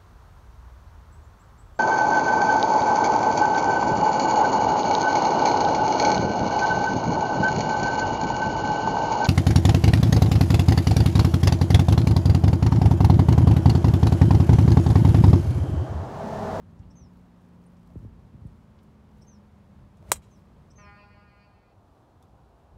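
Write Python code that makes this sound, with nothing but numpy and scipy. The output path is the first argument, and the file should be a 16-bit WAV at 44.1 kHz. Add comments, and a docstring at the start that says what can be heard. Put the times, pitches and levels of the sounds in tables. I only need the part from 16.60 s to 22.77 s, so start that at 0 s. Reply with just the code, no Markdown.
"""At a golf tee a far engine drones, a small bird repeats a stutter and a falling whistle, and soft
bumps come as a helper walks past. At 3.5 s a golfer drives from a seated cart: turbulent air swishes,
then the impact cracks and sets the modes of the hollow metal club head ringing. A steady buzz starts
and fades with the tee into a quieter, breezy green, where a faint whistle sounds and an iron clicks."""
import sys
import numpy as np
from scipy import signal
from scipy.fft import rfft, irfft, next_fast_len
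from scipy.io import wavfile

SR = 44100
rng = np.random.default_rng(int(sys.argv[2]) if len(sys.argv) > 2 else 0)


def transcribe(signal):
    """Save signal, clipped to [-1, 1], as a 16-bit WAV file at the path in sys.argv[1]."""
    frames = np.atleast_2d(signal).T
    limited = np.clip(frames, -1, 1)
    pcm = np.round(limited * 32767).astype(np.int16)
    wavfile.write(sys.argv[1], SR, pcm)


N = 272097
T = np.arange(N) / SR


# hollow notes and low thud of the blow: (frequency [Hz], level [dB], t60 [s])
KNOCK_MODES = [(965, -28, .035), (540, -26, .04), (105, -45, 0.23)]
# heavily damped modes of the club face: (frequency [Hz], level [dB], t60 [s])
FACE_MODES = [(3253, -20.5, 0.015), (3990, -17.5, .014), (5200, -20.5, 0.0091), (7740, -14, 0.0085),
              (11100, -20.5, .012), (12890, -24, 0.027)]
# modes of the hollow head: (frequency [Hz], relative level [dB], t60 [s])
HEAD_MODES = [(3160, -21.5, .1), (3450, -27, .07), (3800, -22, .08), (4420, -28, .08), (5075, -17, .07),
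              (5520, -18, 0.08), (5900, -21, 0.08), (6105, -16, .065), (6260, -12.5, .065),
              (6920, -7, 0.08), (7060, -16, .06), (7240, -4, 0.055), (7680, -0.5, .052), (8000, 1, 0.052),
              (8200, -3, .065), (8575, -8, .055), (8962, -9, .058), (9470, -6.5, .06), (9596, -8.5, .06),
              (9900, -13, 0.06), (10900, -17, .06), (11200, -9, .042), (11800, -12, 0.053),
              (11800, -11, .042), (13520, -13, .04), (13970, -14, .036), (14395, -15, .036)]
# burst of the impact: (frequency [Hz], relative density [dB])
CRACK_SPECTRUM = [(200, -28.5), (600, -15.5), (1600, -5), (2400, -9.5), (4500, -1.5), (7800, -3),
                  (11000, -2.5), (16000, -7.5)]
# wash of the head's many weak modes: (frequency [Hz], relative density [dB])
SHIMMER_SPECTRUM = [(300, -13.5), (1200, -5), (2400, -13.5), (3800, -7), (4700, -9), (6200, -4.5),
                    (7900, 0), (9800, -4), (10400, -9), (12500, -8), (16000, -12)]

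def drive(impact_s=3.5177, high_hz=2100, low_hz=380, fall_s=.0011, release_s=.0006):
    """Impact excitation: the ball knocks, the face cracks, and the head rings once the ball has left."""
    t = T[:SR // 4]
    hz = low_hz + (high_hz - low_hz) * np.exp(-t / fall_s)
    knock = amp(-7.5 - 60 * t / .013) * np.sin(2 * np.pi * np.cumsum(hz) / SR) - ringing(KNOCK_MODES, t)
    crack = amp(-12.5 - 60 * t / .014) * noise(CRACK_SPECTRUM, len(t))
    shimmer = amp(-22 - 60 * t / .052) * noise(SHIMMER_SPECTRUM, len(t))
    contact = 1 - np.exp(-t / .00015)  # the ball flattens on the face
    out = np.zeros(N)
    add(out, impact_s, contact * (knock + crack + shimmer))
    add(out, impact_s + release_s, ringing(FACE_MODES, t) + amp(-23) * ringing(HEAD_MODES, t))
    return out


# reflections from cart and ground, then from far trees: (delay [s], spread [s], relative level [dB])
NEAR_ECHOES = [(.008, .006, -24), (.018, .009, -30), (.036, 0.0076, -30)]
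FAR_ECHOES = [(.1, 0.021, -42), (.16, 0.063, -47.5)]
# frequency response of those two paths: (frequency [Hz], gain [dB])
NEAR_RESPONSE = [(200, -2.5), (1000, -4), (3200, 2.5), (6000, -2), (8000, -3.5), (11000, -3.5), (16000, -4)]
FAR_RESPONSE = [(200, 1), (1000, -16), (3000, 6.5), (5000, 1.5), (8000, -8.5), (11000, -8), (16000, -18)]

def with_reflections(shot):
    """Multipath propagation: near and far reflections follow the direct sound."""
    return shot + echoes(shot, NEAR_ECHOES, NEAR_RESPONSE) + echoes(shot, FAR_ECHOES, FAR_RESPONSE)


# airflow around shaft and head: (frequency [Hz], relative density [dB])
SWISH_SPECTRUM = [(150, -13), (350, -3), (560, 5.5), (900, -6.5), (2000, -17), (3500, -20), (8000, -26),
                  (15000, -33)]

def swish(peak_s=3.505, peak_db=-52.5, rise_db_per_s=196, fall_db_per_s=300):
    """Turbulence noise grows as the club speeds up and dies in the follow-through."""
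    below_peak_db = np.maximum((peak_s - T) * rise_db_per_s, (T - peak_s) * fall_db_per_s)
    return noise(SWISH_SPECTRUM) * amp(peak_db - below_peak_db)


def chip(impact_s=5.626):
    """A light impact: an iron clicks on a ball, rings in one damped mode and brushes the grass."""
    click = tick(db=-56, hz=11000, t60=.018) + tick(db=-53, hz=4500, t60=.018)
    grass = tick(db=-67, hz=6500, t60=.14)
    ring = ringing([(3550, -63.5, .04)], T[:SR // 8])
    out = np.zeros(N)
    add(out, impact_s, click + grass + ring)
    return out


# thumps near the microphone: (time [s], level at the final pitch [dB], starting pitch [Hz], length [s])
BUMPS = [(0.196, -32.5, 106, 0.025), (1.356, -30, 604, 0.034), (1.427, -36, 230, .026),
         (1.448, -34, 522, 0.028), (1.743, -37, 323, 0.02), (1.776, -39, 278, 0.0164),
         (1.851, -30, 300, 0.018)]

def bumps(end_hz=73.5, sag_s=.00488, attack_s=.0015, db_per_octave=-2):
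    """Downward chirps of a few cycles: each thump gains weight as it sinks toward the same low note."""
    out = np.zeros(N)
    for s, db, start_hz, length in BUMPS:
        t = np.arange(0, length, 1 / SR)
        hz = end_hz + (start_hz - end_hz) * np.exp(-t / sag_s)
        envelope = (1 - np.exp(-t / attack_s)) * (1 - (t / length) ** 4)
        level = amp(db + db_per_octave * np.log2(hz / end_hz))
        add(out, s, -level * envelope * np.sin(2 * np.pi * np.cumsum(hz) / SR))
    return out


# spectral envelope of the buzz: (harmonic number, relative level [dB])
BUZZ_HARMONICS = [(2, -10), (3, -2.5), (4, 0), (5, 0), (6, -1), (7, -1), (8, -7), (9, -4.5), (10, -5.5),
                  (11, -7.5), (12, -5), (13, -8), (14, -15.5), (15, -17.5), (17, -30), (19, -32), (21, -18),
                  (23, -20), (26, -32), (28, -40)]
# its decay, fastest in the low harmonics: (frequency [Hz], decay rate [dB/s])
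BUZZ_DECAY = [(1000, 7.5), (2400, 5.5), (4500, 0.5)]
# its swells, strongest in the treble: (time [s], gain at harmonic 10 [dB], half-width [s])
BUZZ_SWELLS = [(4.29, 2.5, .04), (4.42, 3.5, 0.056), (4.59, 1.5, 0.033), (4.83, 3.5, 0.042)]

def buzz(on_s=4.178, off_s=5.15, pitch_hz=203.7, gain_db=-59, attack_s=.0097, release_s=.03):
    """A harmonic series, as of a small electric motor; each partial wavers in level on its own."""
    t = np.arange(0, off_s - on_s, 1 / SR)
    size = len(t)
    settling = 1 + .012 * np.exp(-t / .032)
    jitter = 1 + .0004 * drift(7.8, size) + .0048 * drift(106, size)
    turns = np.cumsum(pitch_hz * settling * jitter) / SR
    swells_db = sum(db * swell(s, width) for s, db, width in BUZZ_SWELLS)[round(on_s * SR):][:size]
    tone = np.zeros(size)
    for k in range(2, 29):
        phase = 2 * np.pi * (k * turns + .81 * rng.random())
        wander = 1 + .6 * np.tanh(1.5 * drift(13, size))
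        sidebands = drift(45, size) * np.sin(phase) + drift(45, size) * np.cos(phase)
        decay_db = read(BUZZ_DECAY, k * pitch_hz) * t
        level = amp(follow(BUZZ_HARMONICS, k) - decay_db + swells_db * np.sqrt(k / 10))
        tone += level * (wander * np.sin(phase) + .06 * np.sqrt(k) * sidebands)
    gate = np.minimum(t / attack_s, 1) * np.minimum((t[-1] - t) / release_s, 1)
    out = np.zeros(N)
    add(out, on_s, amp(gain_db) * tone * gate)
    return out


# songs: (stutter time [s], level [dB], whistle time [s], level [dB], whistle length [s], pitch factor)
SONGS = [(0.301, -65, 0.35, -60, 0.13, 1), (2.613, -61, 2.664, -59, .12, 1),
         (3.635, -77, 3.703, -65, 0.083, 1), (4.101, -61, 4.153, -56.5, .122, 0.996)]
# reflections from grass and trees: (delay [s], spread [s], relative level [dB])
BIRD_ECHOES = [(.005, 0.012, -9)]

def bird():
    """A stutter, then a falling whistle, blurred a little by scattering from grass and trees."""
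    out = np.zeros(N)
    for stutter_s, stutter_db, whistle_s, whistle_db, length, factor in SONGS:
        add(out, stutter_s, amp(stutter_db) * stutter(factor))
        add(out, whistle_s, amp(whistle_db) * whistle(length, factor))
    return out + echoes(out, BIRD_ECHOES, NEAR_RESPONSE)


def stutter(factor, length_s=.025, sweep_hz=(5400, 6100), pulse_hz=171, upper_ratio=1.45, upper_db=-12):
    """Fast amplitude and frequency modulation make a two-voiced upsweep rasp."""
    t = np.arange(0, length_s, 1 / SR)
    modulator = np.cos(2 * np.pi * pulse_hz * t)
    hz = factor * np.interp(t, [0, length_s], sweep_hz) * (1 + .07 * modulator)
    pulses = np.sin(np.pi * t / length_s) * (1 - .5 * modulator)
    lower = note(hz, waver=.03, flutter_db=-.5)
    upper = note(hz * upper_ratio, waver=.03, flutter_db=.5)
    return pulses * (lower + amp(upper_db) * upper)


def whistle(length, factor, from_hz=6330, to_hz=5130, bend=1.3, attack_s=.019, fade_db=-16):
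    """A frequency glide: a thin note holds its top, bends down, levels out and fades."""
    t = np.arange(0, length, 1 / SR)
    progress = t / length
    fall = np.sin(np.pi / 2 * progress ** bend) ** 2
    hz = factor * (from_hz + (to_hz - from_hz) * fall)
    envelope = np.minimum(t / attack_s, 1) * amp(fade_db * progress ** 2.05)
    return envelope * note(hz, waver=.0065, flutter_db=2)


def note(hz, waver, flutter_db):
    """Random modulation leaves a bird's near-pure tone slightly unsteady in pitch and level."""
    size = len(hz)
    turns = np.cumsum(hz * (1 + waver * drift(150, size))) / SR
    envelope = amp(flutter_db * drift(120, size)) * signal.windows.tukey(size, .12)
    return envelope * np.sin(2 * np.pi * turns)


# speed of the engine: (time [s], cycle rate [Hz])
ENGINE_SPEED = [(0, 27.6), (.5, 30), (1.5, 28.8), (3, 25.3), (5.3, 24.2)]
# its orders: (multiple of the cycle rate, relative level [dB])
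ENGINE_ORDERS = [(6, 2.5), (7, -13.5), (8, -0.5), (9, -5.5), (10, -9.5), (13, -13.5)]
# exhaust resonance: (frequency [Hz], gain [dB])
EXHAUST_RESPONSE = [(140, -17.5), (162, -8.5), (174, -1), (205, 1), (232, -4.5), (380, -5)]

def engine(gain_db=-54, fade_db_per_s=1.36):
    """Source and filter: as a far engine eases off, its orders slide through the exhaust resonance."""
    cycle_hz = follow(ENGINE_SPEED, T)
    turns = np.cumsum(cycle_hz) / SR
    drone = np.zeros(N)
    for k, db in ENGINE_ORDERS:
        level = amp(db + read(EXHAUST_RESPONSE, k * cycle_hz) + 1.5 * drift(3.1))
        drone += level * np.sin(2 * np.pi * (k * turns + rng.random()))
    return amp(gain_db - fade_db_per_s * T) * drone


# ticks, squeaks and scuffs: (time [s], relative level [dB], centre [Hz], width [octaves], t60 [s])
TICKS = [(.192, -58.5, 5500, 0.49, 0.018), (0.23, -56.5, 2580, 0.59, .025),
         (1.064, -56.5, 9150, 0.13, 0.034), (1.168, -59, 5000, 0.64, .015), (1.304, -45, 540, 0.45, 0.06),
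         (1.389, -62, 6000, 1.3, 0.014), (1.868, -62.5, 9000, .3, 0.032), (2.189, -56, 3160, 0.64, .03),
         (2.232, -62.5, 9950, .8, 0.036), (3.371, -60.5, 6002, 0.81, 0.023), (3.427, -43.5, 540, 0.5, 0.04),
         (3.494, -50, 7500, .8, 0.023)]

def ticks(lead_s=.014):
    """Contact transients: gear and clothing tick, each time with a soft scrape around the tick."""
    out = np.zeros(N)
    for s, db, hz, octaves, t60 in TICKS:
        scrape = noise(band(hz, octaves), SR // 25) * np.hanning(SR // 25)
        add(out, s, tick(db, hz, t60, octaves))
        add(out, s - lead_s, amp(db - 21) * scrape)
    return out


def tick(db, hz, t60, octaves=1):
    """Exponential decay of a noise band gives a dry burst around one pitch."""
    t = T[:SR // 8]
    return amp(db - 8.5 - 60 * t / t60) * noise(band(hz, octaves), len(t))


# brushes of clothing and of shoes on grass: (time [s], level [dB])
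BRUSHES = [(.57, -82), (.87, -85), (1.07, -87), (1.26, -81), (1.42, -82), (1.9, -89), (2.6, -82),
           (3.76, -86)]
# their hiss: (frequency [Hz], relative density [dB])
RUSTLE_SPECTRUM = [(400, -10), (2500, 0.5), (6000, -1), (10000, -3.5), (15500, -6)]

def rustle(floor_db=-90, half_width_s=.07):
    """Friction noise: cloth and grass hiss in small clumps, louder with each brush."""
    level = amp(floor_db) + sum(amp(db) * swell(s, half_width_s) for s, db in BRUSHES)
    return level * unit(noise(RUSTLE_SPECTRUM) * amp(3.5 * drift(120)))


def far_bird(start_s=5.28, length_s=.34, start_hz=4170, rise_hz_per_s=226, db=-86):
    """A slow linear chirp: a faint held whistle swells and creeps up in pitch."""
    out, t = np.zeros(N), np.arange(0, length_s, 1 / SR)
    envelope = amp(db) * np.sin(np.pi * t / length_s)
    add(out, start_s, envelope * note(start_hz + rise_hz_per_s * t, waver=.012, flutter_db=3))
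    return out


# gusts: (time [s], level [dB], half-width [s])
GUSTS = [(.21, -48.5, 0.11), (.45, -52, 0.044), (1.43, -43.5, 0.1), (1.61, -49.5, 0.053),
         (1.83, -46.5, 0.12), (2.56, -55.5, 0.12), (3.21, -49.5, .06), (3.53, -45, .09), (4.25, -57.5, .35),
         (5.8, -56, .08), (6.14, -53, .05)]
# wind on the microphone: (frequency [Hz], relative density [dB])
WIND_SPECTRUM = [(20, -28), (40, -9.5), (58, 0), (95, -3), (150, -9), (300, -23.5), (900, -49.5),
                 (4000, -81)]

def wind(steady_db=-62):
    """Incoherent addition: light wind and its gusts on the microphone sum in power."""
    power = amp(steady_db) ** 2 + sum((amp(db) * swell(s, width)) ** 2 for s, db, width in GUSTS)
    return np.sqrt(power) * noise(WIND_SPECTRUM)


# open air at the tee and at the green: (frequency [Hz], relative density [dB])
TEE_SPECTRUM = [(12, -52), (20, -21.5), (30, -9.5), (44, -7.5), (88, -0.5), (172, -6.5), (204, -5.5),
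                (270, -16), (558, -18), (698, -21.5), (949, -20.5), (1190, -24.5), (1810, -32),
                (1960, -33.5), (16000, -56)]
GREEN_SPECTRUM = [(12, -59.5), (20, -29), (43, -8.5), (104, -1.5), (130, -7), (187, -13.5), (228, -10.5),
                  (542, -14.5), (759, -11.5), (1260, -21), (2020, -34), (4060, -37.5), (4420, -39.5),
                  (14700, -51), (16000, -53)]

def air(spectrum, db, swell_db):
    """Broadband ambient noise whose leafy treble swells and sinks by slow amplitude modulation."""
    wash = noise(spectrum)
    treble = signal.sosfilt(signal.butter(1, 3000, "high", fs=SR, output="sos"), wash)
    return amp(db) * (wash + treble * (amp(swell_db * drift(6)) - 1))


def echoes(x, clusters, spectrum):
    """Convolution with clusters of scattered reflections, each building up and dying away."""
    response = np.zeros(SR)
    for delay, spread, db in clusters:
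        age = T[:SR] / spread
        cluster = rng.standard_normal(SR) * np.sqrt(age) * np.exp(-age)
        add(response, delay, amp(db) * cluster / np.linalg.norm(cluster))
    return signal.fftconvolve(x, colour(response, spectrum))[:N]


def ringing(modes, t):
    """Modal superposition: damped sines struck together."""
    return sum(amp(db - 60 * t / t60) * np.sin(2 * np.pi * hz * t) for hz, db, t60 in modes)


def noise(spectrum, size=N):
    """Spectrally shaped Gaussian noise of rms 1."""
    return unit(colour(rng.standard_normal(size), spectrum))


def drift(hz, size=N):
    """Low-pass noise of bandwidth hz and rms near 1."""
    n = 2 * SR if size < 2 * SR else next_fast_len(N)
    f = np.fft.rfftfreq(n, 1 / SR)
    return unit(irfft(rfft(rng.standard_normal(n)) * np.exp(-(f / hz) ** 2), n))[:size]


def colour(x, spectrum):
    """Zero-phase filtering by a spectrum."""
    return irfft(rfft(x) * amp(read(spectrum, np.fft.rfftfreq(len(x), 1 / SR))), len(x))


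def band(hz, octaves):
    """A band-pass spectrum, 6 dB down at the given distance either side of hz."""
    return [(hz * 2 ** (k * octaves), -6 * k * k) for k in range(-3, 4)]


def swell(s, width):
    """A Gaussian envelope around time s."""
    return np.exp(-((T - s) / width) ** 2)


def read(points, hz):
    """Interpolation on a log-frequency axis."""
    f, value = np.transpose(points)
    return np.interp(np.log(hz + 1), np.log(f + 1), value)


def follow(points, x):
    """Linear interpolation along a curve."""
    return np.interp(x, *np.transpose(points))


def add(mix, s, sound):
    """Superposes a sound at time s."""
    part = mix[round(s * SR):][:len(sound)]
    part += sound[:len(part)]


def amp(db):
    """Decibels to amplitude ratio."""
    return 10 ** (np.asarray(db) / 20)


def unit(x):
    """Normalises to an rms of 1."""
    return x / np.sqrt(np.mean(x ** 2) + 1e-20)


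def scene(fade_s=(4.07, 5.415)):
    """Superposition: the tee crossfades linearly into the green while the wind blows throughout."""
    tee = with_reflections(drive()) + swish() + ticks() + bumps() + rustle() + bird() + engine() + buzz()
    tee += air(TEE_SPECTRUM, db=-54.5, swell_db=.4)
    green = air(GREEN_SPECTRUM, db=-58.5, swell_db=.5) + chip() + far_bird()
    tee_share = np.interp(T, fade_s, [1, 0])
    return (tee_share * tee + (1 - tee_share) * green + wind())[None]


def record(dry, low_cut_hz=33, high_cut_hz=15800):
    """Band limiting: the microphone's low cut, then a steep low-pass filter."""
    thinned = signal.sosfilt(signal.butter(3, low_cut_hz, "high", fs=SR, output="sos"), dry)
    low_pass = signal.firwin(511, high_cut_hz, window=("kaiser", 9), fs=SR)
    return signal.oaconvolve(thinned, low_pass[None], "same")


dry = scene()
out = record(dry)
transcribe(out)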